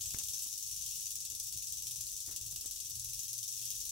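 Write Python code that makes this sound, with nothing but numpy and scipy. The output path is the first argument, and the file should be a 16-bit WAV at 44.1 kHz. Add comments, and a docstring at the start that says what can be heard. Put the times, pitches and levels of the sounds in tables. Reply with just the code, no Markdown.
"""Rattlesnake in a terrarium

A rattlesnake buzzes its tail about 100 times a second inside a small hard-walled terrarium.
Each swing knocks the loose horny segments together; on about every fifth they slam, so the hiss throbs.
The enclosure echoes briefly and rings. Sharp knocks and soft shuffles are heard as thuds and small contacts.
Behind them are a low room rumble, made of filtered noise, and a passing hum, a sine of wavering phase."""
import sys
import numpy as np
from scipy import signal
from scipy.fft import rfft, irfft, next_fast_len
from scipy.io import wavfile
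from scipy.ndimage import uniform_filter1d, map_coordinates

SR = 44100
rng = np.random.default_rng(int(sys.argv[2]) if len(sys.argv) > 2 else 0)


def unload_audio(sound):
    """Save the sound as a 16-bit wav file, at the path given as the first command line argument."""
    columns = np.transpose(np.atleast_2d(sound))
    # keep every value between -1 and 1, then stretch to whole-number steps
    steps = np.round(np.clip(columns, -1, 1) * 32767)
    wavfile.write(sys.argv[1], SR, steps.astype(np.int16))


N = 172431  # length in samples

# Spectrum of small hard contacts. Each row: frequency in Hz, level in dB.
CONTACT_SPECTRUM = [(80, -22), (200, 1), (380, -1), (550, -8.5), (750, -7), (1200, -5), (2200, -3),
                    (4000, -7), (9000, -33)]


def amp(db):
    """Level law: decibels to amplitude gain."""
    return 10 ** (np.asarray(db) / 20)


def unit(x):
    """Normalisation: scale to rms 1."""
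    return x / np.sqrt(np.mean(x ** 2) + 1e-20)


def along(points, hz):
    """Spectral envelope: (Hz, value) points joined on a logarithmic frequency axis."""
    f, v = np.transpose(points)
    return np.interp(np.log(hz + 1), np.log(f + 1), v)


def curve(rows):
    """Temporal envelope: (s, value) points joined by lines, one value per sample."""
    return np.interp(np.arange(N) / SR, *np.transpose(rows))


def wobble(rate):
    """Slow random modulation: a smooth curve through `rate` random knots a second."""
    knots = rng.standard_normal(int(N * rate / SR) + 4)
    return map_coordinates(knots, [np.arange(N) * rate / SR])


def dying(t, t60):
    """Exponential decay: the amplitude falls by 60 dB in t60 seconds."""
    return np.exp(-np.log(1000) * t / t60)


def coloured(x, gain):
    """Minimum-phase filtering: folding the cepstrum makes the given gain of frequency causal."""
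    m = 2 * next_fast_len(N)
    log_gain = np.log(np.maximum(gain(np.fft.rfftfreq(m, 1 / SR)), 1e-6))
    cepstrum = irfft(log_gain, m)
    fold = 1 + np.sign(m // 2 - np.arange(m))
    fold[0] = 1
    response = np.exp(rfft(cepstrum * fold))
    return irfft(rfft(x, m) * response, m)[..., :N]


def rush(spectrum):
    """Partly coherent stereo noise of rms 1: the channels are nearly alike in the bass."""
    # Each row: frequency in Hz, correlation of left with right.
    likeness = [(40, 0.99), (120, 0.89), (300, 0.72), (1000, 0.39), (4000, 0.3)]
    m = next_fast_len(N)
    hz = np.fft.rfftfreq(m, 1 / SR)
    turn = np.arccos(np.clip(along(likeness, hz), -1, 1)) / 2
    white = rfft(rng.standard_normal((2, m)))
    shaped = white * amp(along(spectrum, hz))
    mid, side = irfft(shaped * [np.cos(turn), np.sin(turn)])[:, :N]
    return unit(np.array([mid + side, mid - side]))


def patchy(x, depth_db):
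    """Random modulation in time and frequency: each narrow band of x swells and fades."""
    z = signal.stft(x, nperseg=2048)[2]
    field = rng.standard_normal(z.shape[1:])
    field = uniform_filter1d(field, size=3, axis=0)  # across bands
    field = uniform_filter1d(field, size=6, axis=1)  # across time
    return unit(signal.istft(z * amp(depth_db * unit(field)))[1][:, :N])


def rattle():
    """Shared excitation: the same swings throw all segments, each with its own spot and spectral share."""
    # Level of the rattle as the shaking varies. Each row: time in seconds, level in dB before rattle_db.
    effort = [(0, -41), (.15, -42.5), (.4, -40.5), (.52, -43), (.7, -43), (1.05, -42), (1.3, -44.5),
              (1.5, -43), (2.0, -43), (2.5, -44.5), (2.7, -44.5), (3.2, -43), (3.45, -43), (3.65, -42),
              (3.9, -42.5)]
    # Colour of the rattle. Each row: frequency in Hz, level in dB.
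    shell_colour = [(100, -57), (600, -45.5), (1300, -33), (2150, -30), (2550, -15.5), (2850, -15),
                    (3050, -12.5), (3500, -9.5), (4000, -10), (4600, -6.5), (5300, -2.5), (6100, -1),
                    (7000, -2), (7800, -0.5), (8600, -5.5), (9400, -2), (10200, -4.5), (10950, 0),
                    (11900, -6), (12400, -1), (13500, -13), (14200, -16), (15000, -4), (15700, -6)]
    # Stereo balance of the rattle. Each row: frequency in Hz, left minus right of its colour in dB.
    lean = [(2200, 0), (3000, 1.5), (3500, 6), (4300, 2), (5200, 0.5), (6100, 0), (7000, 6.5), (7600, 1.5),
            (8100, -4), (8700, 2.5), (10400, 1.5), (11500, 1.5), (14000, -0.5), (15500, -0.5)]
    # Where each hollow segment rings most, in Hz.
    segment_hz = [2900, 4830, 5500, 6720, 7930, 11200, 11500, 14000]
    rattle_db = 2.5
    width_octaves, skirt_db = 0.17, -17  # shape of each segment's resonance
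    drift_db, drift_per_s = 1.8, 7  # slow level change of the deepest segment

    turns, m = swings(), next_fast_len(N)
    octaves = np.log2((np.fft.rfftfreq(m, 1 / SR) + 1) / np.array(segment_hz)[:, None])
    shares = amp(skirt_db) + np.exp(-.5 * (octaves / width_octaves) ** 2)
    shares /= np.linalg.norm(shares, axis=0)  # the powers add to a flat spectrum
    placed = []
    for share in shares:
        clacks = rfft(segment(*turns, count=22), m)
        placed.append(terrarium(irfft(clacks * share, m)[:N]))
    deepest, *others = placed
    chain = deepest * amp(drift_db * wobble(drift_per_s)) + sum(others)

    def shell(hz):
        """Filtering by the shell: one colour, tilted oppositely to left and right."""
        return amp(along(shell_colour, hz) + np.outer([.5, -.5], along(lean, hz)))

    return amp(rattle_db + curve(effort)) * unit(coloured(chain, shell))


def swings():
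    """Periodic forcing: time, dB and spread of each tail turn; a tight slam, a rebound, swings, light returns."""
    # Runs of even shaking, each opening with a slam.
    # Each row: start in seconds, slam level in dB over a plain swing.
    runs = [(0.009, 3), (.136, 2.5), (.421, 2), (.527, 3.5), (.664, 2.5), (1.056, 3.5), (1.154, 4),
            (1.427, 1), (1.468, 4), (1.524, 4), (1.909, 3.5), (2.067, 3.5), (2.203, 4), (2.262, 4),
            (2.799, 4), (2.954, 3.5), (2.995, 4.5), (3.086, 2.5), (3.191, 3), (3.231, 3.5), (3.565, 2),
            (3.654, 3), (3.891, 3.5)]
    # Single slams that replace the nearest turn.
    # Each row: time in seconds, level in dB relative to a plain swing.
    single_slams = [(0.096, -1), (.186, 7.5), (.284, 5), (0.38, -1.5), (0.712, 4.5), (0.861, 5),
                    (0.956, 3.5), (1.154, 6), (1.203, 5), (1.251, 5.5), (1.398, 7.5), (1.524, 4), (1.67, 4),
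                    (1.822, 4.5), (1.869, 6.5), (2.008, 5.5), (2.361, 6.5), (2.560, 8), (2.659, 5.5),
                    (2.710, 6.5), (2.801, 6.5), (2.897, 3), (2.995, 4), (3.044, 4), (3.429, 6.5),
                    (3.478, 3), (3.524, 3.5), (3.703, 5.5), (3.752, 1.5)]
    swing_hz, swings_per_slam = 101.3, 5
    rebound_db, return_db = 1.7, -4.5
    slam_spread_s, clack_spread_s = .001, .0013
    jitter_s, scatter_db = .0004, .5

    turns = []
    ends = [run[0] for run in runs[1:]] + [N / SR]
    for (start, slam_db), end in zip(runs, ends):
        whole = max(1, round((end - start) * swing_hz))
        k = np.arange(2 * whole) / 2  # swing count; halves are the returns
        # a run ends in a lull
        since = np.where(k < whole - 1, k % swings_per_slam, swings_per_slam - 1)
        fade_db = -0.02 + 0.21 * slam_db  # per swing: hard slams leave deeper lulls
        level = slam_db * (since == 0) + rebound_db * (since == 1)
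        level = level - fade_db * since + return_db * (k % 1 > 0)
        spread = np.where(since == 0, slam_spread_s, clack_spread_s)
        turns.append([start + (end - start) * k / whole, level, spread])
    s, db, spread = np.hstack(turns)
    late, size = rng.standard_normal((len(s), 2)).T
    s, db = s + jitter_s * late, db + scatter_db * size
    for when, slam_db in single_slams:
        turn = np.argmin(np.abs(s - when))
        s[turn], db[turn], spread[turn] = when, slam_db, slam_spread_s
    return s, db, spread


def segment(s, db, spread, count):
    """Impact and friction: a loose segment gives `count` ticks at every turn and scrapes in between."""
    delay_s, lag_s = 0.0015, .0003  # common delay, and scatter of each cluster's lag
    cluster_scatter_db, tick_scatter_db, scrape_db = 1.5, 2.5, -13

    scrape = rng.standard_normal(N)
    late, size, sign = (rng.standard_normal((len(s), count)) for _ in range(3))
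    lag, catch = rng.standard_normal((2, len(s)))
    when = (s + delay_s + lag_s * lag)[:, None] + spread[:, None] * late
    force_db = (db + cluster_scatter_db * catch)[:, None] + tick_scatter_db * size
    force = np.sign(sign) * amp(force_db)
    ticks = np.bincount(np.abs(when * SR).astype(int).ravel(), force.ravel(), N)[:N]
    scrape = scrape * amp(curve(np.c_[s + delay_s, db]))
    return unit(ticks) + amp(scrape_db) * unit(scrape)


def terrarium(x):
    """Room response from one spot: direct sound, near walls, an echo whose treble dies first, standing waves."""
    # Ringing of the enclosure. Each row: frequency in Hz, level in dB before mode_db.
    tank_modes = [(4973, -6), (5303, -3), (5429, 0), (5695, -4), (5740, -3), (5816, -1), (5973, -3),
                  (6043, -3), (6117, 0), (6220, -3), (6476, -4), (6572, -3), (6730, -2), (7524, -3),
                  (7594, -4), (7976, -3), (9115, -3)]
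    mode_t60_s, mode_db, mode_right_db = 0.12, -34, -20.5  # right relative to left
    echo_t60_s, treble_t60_s, split_hz = 0.11, 0.055, 9000
    echo_db, first_wall_s = 1.5, 0.00062
    near_db, near_t60_s = -4, .008

    t = np.arange(SR // 4) / SR
    noise = rng.standard_normal((2, len(t)))
    low = irfft(rfft(noise) * (np.fft.rfftfreq(len(t), 1 / SR) < split_hz), len(t))
    echo = low * dying(t, echo_t60_s) + (noise - low) * dying(t, treble_t60_s)
    echo = echo * (t > first_wall_s)
    answer = amp(echo_db) * echo / np.linalg.norm(echo, axis=1, keepdims=True)
    near = rng.standard_normal((2, len(t))) * dying(t, near_t60_s)
    answer += amp(near_db) * near / np.linalg.norm(near, axis=1, keepdims=True)
    answer[:, 0] += 1  # direct sound
    ring = 0
    for hz, db in tank_modes:
        ring = ring + amp(db + mode_db) * np.sin(2 * np.pi * (hz * t + rng.random((2, 1))))
    answer += ring * dying(t, mode_t60_s) * np.array([[1], [amp(mode_right_db)]])
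    return signal.fftconvolve(x[None], answer, axes=1)[:, :N]


def knocks():
    """Impulse response: each knock is a sharp click with a short diffuse tail, over a thud of a few cycles."""
    # Each row: time in seconds, level of the low thud in dB, peak of the click before its tail in dB,
    # top of the click in Hz.
    knock_rows = [(0.145, -35.5, -35.5, 4500), (.463, -58, -54, 1400), (2.526, -68, -55.5, 1200),
                  (2.565, -70, -55, 1410), (2.644, -70, -51.5, 1300), (2.657, -61, -52.5, 604)]
    thud_hz, thud_t60_s = 112, 0.025
    tail_db, tail_t60_s = 1, .06

    t, out = np.arange(N) / SR, np.zeros((2, N))
    click = coloured(1.0 * (t == 0), lambda hz: amp(along(CONTACT_SPECTRUM, hz)))[:SR // 4]
    t = t[:len(click)]
    thud = np.sin(2 * np.pi * thud_hz * t) * dying(t, thud_t60_s)
    for s, thud_db, click_db, top_hz in knock_rows:
        dulled = signal.sosfilt(signal.butter(2, top_hz, fs=SR, output="sos"), click)
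        tail = rng.standard_normal((2, len(t))) * dying(t, tail_t60_s)
        answer = (t == 0) + amp(tail_db) * tail / np.linalg.norm(tail[0])
        heard = signal.fftconvolve(dulled[None] / np.abs(dulled).max(), answer, axes=1)[:, :len(t)]
        out[:, round(s * SR):][:, :len(t)] += amp(thud_db) * thud - amp(click_db) * heard
    return out


def shuffles():
    """Enveloped noise: each shuffle is a low thud under a rough, low-passed cluster of small contacts."""
    # Each row: start in seconds, low thud in dB, scuff in dB, top of the scuff in Hz,
    # rise in seconds, 60 dB decay time in seconds.
    shuffle_rows = [(.158, -59, -60.5, 1200, 0.0076, 0.15), (.19, -82, -59.5, 3500, 0.011, 0.099),
                    (.331, -74, -66, 600, 0.0027, 0.13), (1.309, -78, -67, 880, 0.0055, 0.23),
                    (1.535, -56.5, -70, 404, 0.017, 0.28), (2.272, -53.5, -58.5, 1710, 0.011, 0.23),
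                    (2.304, -72, -68.5, 1700, 0.0079, 0.24), (2.40, -57, -74, 398, 0.016, 0.17),
                    (2.662, -70, -69, 1300, 0.0094, 0.088)]
    # Spectrum of the low thud. Each row: frequency in Hz, level in dB.
    thud_spectrum = [(20, -27), (45, 11), (80, 18), (150, 9), (260, -11.5), (600, -30), (2000, -80)]
    contacts_per_s, contact_scatter_db = 260, 3.5

    thud, out = rush(thud_spectrum), np.zeros((2, N))
    scuff = rush(CONTACT_SPECTRUM) * amp(contact_scatter_db * wobble(contacts_per_s))
    for s, thud_db, scuff_db, top_hz, rise, t60 in shuffle_rows:
        t = np.maximum(np.arange(N) / SR - s, 0)
        shape = np.minimum(t / rise, 1) * dying(np.maximum(t - rise, 0), t60)
        dulled = unit(signal.sosfilt(signal.butter(2, top_hz, fs=SR, output="sos"), scuff))
        out += shape * (amp(thud_db) * thud + amp(scuff_db) * dulled)
    return out


def room():
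    """Modulated noise and phase modulation: a rumble whose weight wanders in frequency, and a wavering low hum."""
    # Spectrum of the rumble, then its upper end. Each row: frequency in Hz, level in dB.
    room_spectrum = [(20, -4.5), (32, -15), (45, 7), (70, 1.5), (115, 2), (160, -7), (200, -18.5),
                     (300, -14.5), (450, -23), (650, -25), (1500, -29.5)]
    room_top = [(3000, -36), (15000, -37.5)]
    # Each row: time in seconds, level of the rumble in dB before trim_db and the random swell.
    rumble_levels = [(0.0, -59), (0.48, -63), (0.77, -64.5), (1.14, -64), (1.69, -63.5), (2.07, -67.5),
                     (2.44, -64), (2.7, -65), (3.14, -65), (3.91, -64)]
    # Each row: time in seconds, level of the hum in dB.
    hum_levels = [(0, -78), (2.85, -76.5), (3.0, -59), (3.13, -63.5), (3.25, -75), (3.38, -61.5),
                  (3.5, -70.5), (3.66, -60), (3.8, -78)]
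    trim_db, swell_db, swells_per_s, patchy_db = 0.5, 2.3, 4.96, 2.5
    hum_hz, waver_rad, wavers_per_s = 116, 1.22, 5

    air = patchy(rush(list(room_spectrum) + room_top), patchy_db)
    rumble = amp(curve(rumble_levels) + trim_db + swell_db * wobble(swells_per_s)) * air
    phase = 2 * np.pi * hum_hz * np.arange(N) / SR + waver_rad * wobble(wavers_per_s)
    hum = unit(np.sin(phase))
    return rumble + amp(curve(hum_levels)) * hum


def scene():
    """Superposition: the snake over the sounds of the room."""
    return rattle() + room() + knocks() + shuffles()


def record(dry):
    """Band limiting: nothing passes at or above the top frequency."""
    top_hz = 15800
    m = next_fast_len(N + SR // 2)
    return irfft(rfft(dry, m) * (np.fft.rfftfreq(m, 1 / SR) < top_hz), m)[:, :N]


dry = scene()
out = record(dry)
unload_audio(out)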